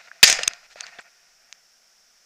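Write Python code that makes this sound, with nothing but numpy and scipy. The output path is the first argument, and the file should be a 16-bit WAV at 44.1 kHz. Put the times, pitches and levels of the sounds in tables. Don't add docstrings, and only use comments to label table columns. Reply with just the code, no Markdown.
import sys
import numpy as np
from scipy import signal
from scipy.fft import rfft, irfft
from scipy.io import wavfile
from scipy.ndimage import uniform_filter1d

SR = 44100
rng = np.random.default_rng(int(sys.argv[2]) if len(sys.argv) > 2 else 0)


def dump(signal):
    limited = np.clip(np.atleast_2d(signal).T, -1, 1)
    pcm = np.round(limited * 32767).astype(np.int16)
    wavfile.write(sys.argv[1], SR, pcm)


N = 99225
T = np.arange(N) / SR
BIN_HZ = np.arange(N // 2 + 1) * SR / N


def from_db(db):
    return 10 ** (np.asarray(db) / 20)


def noise(spectrum, peaks=()):
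    hz = np.maximum(BIN_HZ, 1)
    points_hz, points_db = np.transpose(spectrum)
    db = np.interp(np.log(hz), np.log(points_hz), points_db)
    for centre, width, boost in peaks:
        db += boost / (1 + (2 * (hz - centre) / width) ** 2)
    x = irfft(rfft(rng.standard_normal(N)) * from_db(db), N)
    return x / x.std()


def flutter(samples, passes=1):
    x = rng.standard_normal(N)
    for _ in range(passes):
        x = uniform_filter1d(x, size=samples)
    return x / x.std()


def band(x, low_hz, high_hz):
    return irfft(rfft(x) * ((BIN_HZ >= low_hz) & (BIN_HZ < high_hz)), N)


def ring(start_s, hz, t60_s):
    age = np.maximum(T - start_s, 0)
    return np.sin(2 * np.pi * hz * age) * np.exp(-np.minimum(np.log(1000) * age / t60_s, 40))


def shot_envelope(hold_s, fall_db_per_s, shot_s=.2288, attack_s=.0015):
    age = T - shot_s
    fallen_db = np.clip(fall_db_per_s * (age - hold_s), 0, 200)
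    return np.clip(age / attack_s, 0, 1) * from_db(-fallen_db)


# frequency_hz, relative_db
HISS_SPECTRUM = [(100, -20), (180, -12.5), (300, -13), (480, -13), (690, -7.5), (1050, -15), (1420, -6),
                 (2000, -9.5), (3000, -12), (4200, -13), (5450, 1), (6500, -8), (9000, -19), (15000, -23.5)]
# time_s, level_db
BUFFET_LEVELS = [(.2, -91), (.24, -52), (.30, -48), (.41, -56), (.55, -75), (.7, -70.5), (1.1, -83.5),
                 (2.25, -81.5)]
# frequency_hz, relative_db
RUMBLE_SPECTRUM = [(20, 4), (45, -5.5), (100, -15), (1000, -58)]

def air():
    hiss = from_db(-59.5) * noise(HISS_SPECTRUM)
    buffet_db = np.interp(T, *np.transpose(BUFFET_LEVELS))
    return hiss + from_db(buffet_db) * noise(RUMBLE_SPECTRUM)


# frequency_hz, relative_db
SOFT_SPECTRUM = [(60, -18), (180, -11.5), (330, -20.5), (650, -3.5), (1000, -7.5), (1600, 0.5), (2400, 1),
                 (3200, -8), (4600, -4.5), (7000, -11.5), (10000, -32.5), (15000, -41)]
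# centre_hz, width_hz, boost_db
CASE_HOLLOWS = [(702, 90, 10), (1420, 110, 7), (1850, 78, 7.5), (2520, 120, 6)]
# start_s, length_s, level_db, treble_db
SOFT_SWELLS = [(-.03, 0.049, -44, -4), (.01, 0.084, -53.5, 2), (0.071, 0.017, -50, -18),
               (0.083, 0.2, -56.5, -1), (0.388, .008, -25.5, 0), (0.503, 0.016, -38, -11),
               (0.624, 0.046, -53.5, -0.5), (0.697, 0.046, -54.5, 6.5), (0.755, 0.065, -46, 1.5),
               (0.799, 0.1, -48, 0), (0.863, .15, -49, -3.5), (.986, 0.016, -42, -3),
               (0.998, 0.032, -52.5, 1.5), (1.034, 0.058, -55, -11.5), (1.052, 0.31, -64.5, 1),
               (1.358, 0.26, -64.5, -15)]

def sleeves_and_echo(grain_db=1.9, treble_hz=2900):
    grainy = from_db(grain_db * flutter(100)) * noise(SOFT_SPECTRUM, CASE_HOLLOWS)
    dull = band(grainy, 0, treble_hz)
    treble = grainy - dull
    out = np.zeros(N)
    for start_s, length_s, level_db, treble_db in SOFT_SWELLS:
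        progress = np.clip((T - start_s) / length_s, 0, 1)
        swell = np.maximum(np.sin(np.pi * progress), 0) ** .45
        out += from_db(level_db) * swell * (dull + from_db(treble_db) * treble)
    return out


# start_s, level_db, pitch_hz, t60_s
HAND_KNOCKS = [(.1150, -21, 1630, 0.0092), (.292, -17.5, 693, 0.023), (.300, -16.5, 504, 0.01),
               (.327, -22.5, 338, .012), (0.3892, -25.5, 493, 0.033), (0.3907, -7.5, 1680, 0.0059),
               (.409, -27, 633, 0.034), (0.4773, -30.5, 334, 0.012), (0.7584, -30.5, 613, 0.015),
               (.839, -23.5, 1550, 0.0092), (0.8463, -31, 1400, .008), (.9868, -19.5, 3500, .003),
               (.9885, -31, 400, 0.009), (0.9916, -20, 1630, 0.0062), (0.9972, -25, 1250, 0.005),
               (1.0082, -31, 8000, .004)]

def knocks(rise_s=.00071):
    out = np.zeros(N)
    for start_s, level_db, pitch_hz, t60_s in HAND_KNOCKS:
        rise = 1 - np.exp(-np.maximum(T - start_s, 0) / rise_s)
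        out += from_db(level_db) * rise * ring(start_s, pitch_hz, t60_s)
    return 1.26 * out


# frequency_hz, relative_db
BLAST_SPECTRUM = [(30, -36.5), (100, -38), (210, -17), (320, -25.5), (600, -12.5), (1100, -15.5), (2000, 1),
                  (3300, -0.5), (5000, -2.5), (7000, -2.5), (10000, -17)]
# start_s, pitch_hz, level_db, t60_s
RECOIL_RINGS = [(.2302, 1803, -10, .12), (0.2314, 2556, 1, 0.045), (.2365, 4618, 7.5, 0.025),
                (.4335, 2770, -16, 0.025), (.440, 5060, -33, .16), (.4781, 2820, -12.5, 0.0063)]

def shot():
    blast = from_db(-1.5) * noise(BLAST_SPECTRUM) * shot_envelope(hold_s=.0105, fall_db_per_s=2100)
    note = band(rng.standard_normal(N), low_hz=4859, high_hz=5199)
    barrels = from_db(-23.5) * note / note.std() * shot_envelope(hold_s=0, fall_db_per_s=112)
    rings = sum(from_db(db) * ring(start_s, hz, t60_s) for start_s, hz, db, t60_s in RECOIL_RINGS)
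    return blast + barrels + rings


# frequency_hz, relative_db
SCATTER_SPECTRUM = [(59, -53), (100, -27), (326, -30.5), (682, -10.5), (1160, -17.5), (1840, -3),
                    (2420, -3), (2930, -7.5), (3460, -5.5), (4280, -6.5), (5070, -0.5), (6950, -3),
                    (7890, -11.5), (15500, -45)]
# low_hz, high_hz, fall_db_per_s
SCATTER_DECAY = [(19.99, 900, 134), (913, 3000, 154), (2998, 15500, 243)]

def field_roll(clump_db=1.8):
    scatter = from_db(-15.5 + clump_db * flutter(90, passes=2)) * noise(SCATTER_SPECTRUM)
    near = sum(band(scatter, low_hz, high_hz) * shot_envelope(hold_s=.064, fall_db_per_s=fall)
               for low_hz, high_hz, fall in SCATTER_DECAY)
    far = from_db(-35.5) * noise(SOFT_SPECTRUM, CASE_HOLLOWS)
    return near + far * shot_envelope(hold_s=.19, fall_db_per_s=106.5)


# pitch_hz, level_db, t60_s
CASE_MODES = [(2720, -17.5, .0065), (3636, -15.5, 0.004), (6355, -4.5, 0.0058), (8160, -11.5, 0.0058)]
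# start_s, level_db, ring_db
CASE_CLICKS = [(0.2774, 0.5, 4), (0.299, 1.5, 1), (0.301, 0.5, -6), (.3273, -10, 13.5), (0.4333, -7, -10),
               (0.4351, -10, -5), (0.4367, -18.5, 7), (0.4763, -12, -2), (.4780, 2, -11.5),
               (0.4788, -3.5, 7.5), (.5352, -21, -1), (0.806, -22, -9), (.8084, -15, 1.5),
               (.8667, -22, -4.5), (1.5267, -20.5, -2)]

def case_clicks(low_cut_hz=1450):
    out = np.zeros(N)
    for start_s, level_db, ring_db in CASE_CLICKS:
        snap = from_db(3.5) * ring(start_s, hz=4750, t60_s=.0009)
        body = sum(from_db(db + rng.normal(0, 1)) * ring(start_s, hz, t60_s)
                   for hz, db, t60_s in CASE_MODES)
        click = from_db(level_db) * (snap + from_db(ring_db) * body)
        top_hz = np.clip(10420 + 170 * level_db, SR / 7, SR / 3)
        out += signal.sosfilt(signal.butter(6, top_hz, fs=SR, output="sos"), click + 1e-18)
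    return signal.sosfilt(signal.butter(2, low_cut_hz, "high", fs=SR, output="sos"), out)


def squeak(start_s=.828, length_s=.021, pitch_hz=4680, sag_hz_per_s=20000, jitter_hz=170):
    age = np.clip(T - start_s, 0, length_s)
    hz = pitch_hz - sag_hz_per_s * age + jitter_hz * flutter(60)
    swell = np.sin(np.pi * age / length_s)
    return from_db(-36) * swell * np.sin(2 * np.pi * np.cumsum(hz) / SR)


def scene():
    mono = air() + sleeves_and_echo() + knocks() + shot() + field_roll() + case_clicks() + squeak()
    return np.array([mono, mono])


# centre_hz, quality, depth_fraction
BASS_DIPS = [(306, 2.9, .6), (85, 0.73, 0.6)]

def record(dry, ceiling=.9, flip_s=.2347, flip_length_s=.0035, cutoff_hz=16000):
    flipped = (T > flip_s) & (T < flip_s + flip_length_s)
    right = dry[1] * np.where(flipped, -.53, 1)
    x = np.clip([dry[0], right], -ceiling, ceiling)
    for centre_hz, quality, depth in BASS_DIPS:
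        x = x - depth * signal.lfilter(*signal.iirpeak(centre_hz, quality, fs=SR), x)
    return signal.sosfiltfilt(signal.cheby2(12, 40, cutoff_hz, fs=SR, output="sos"), x)


dry = scene()
out = record(dry)
dump(out)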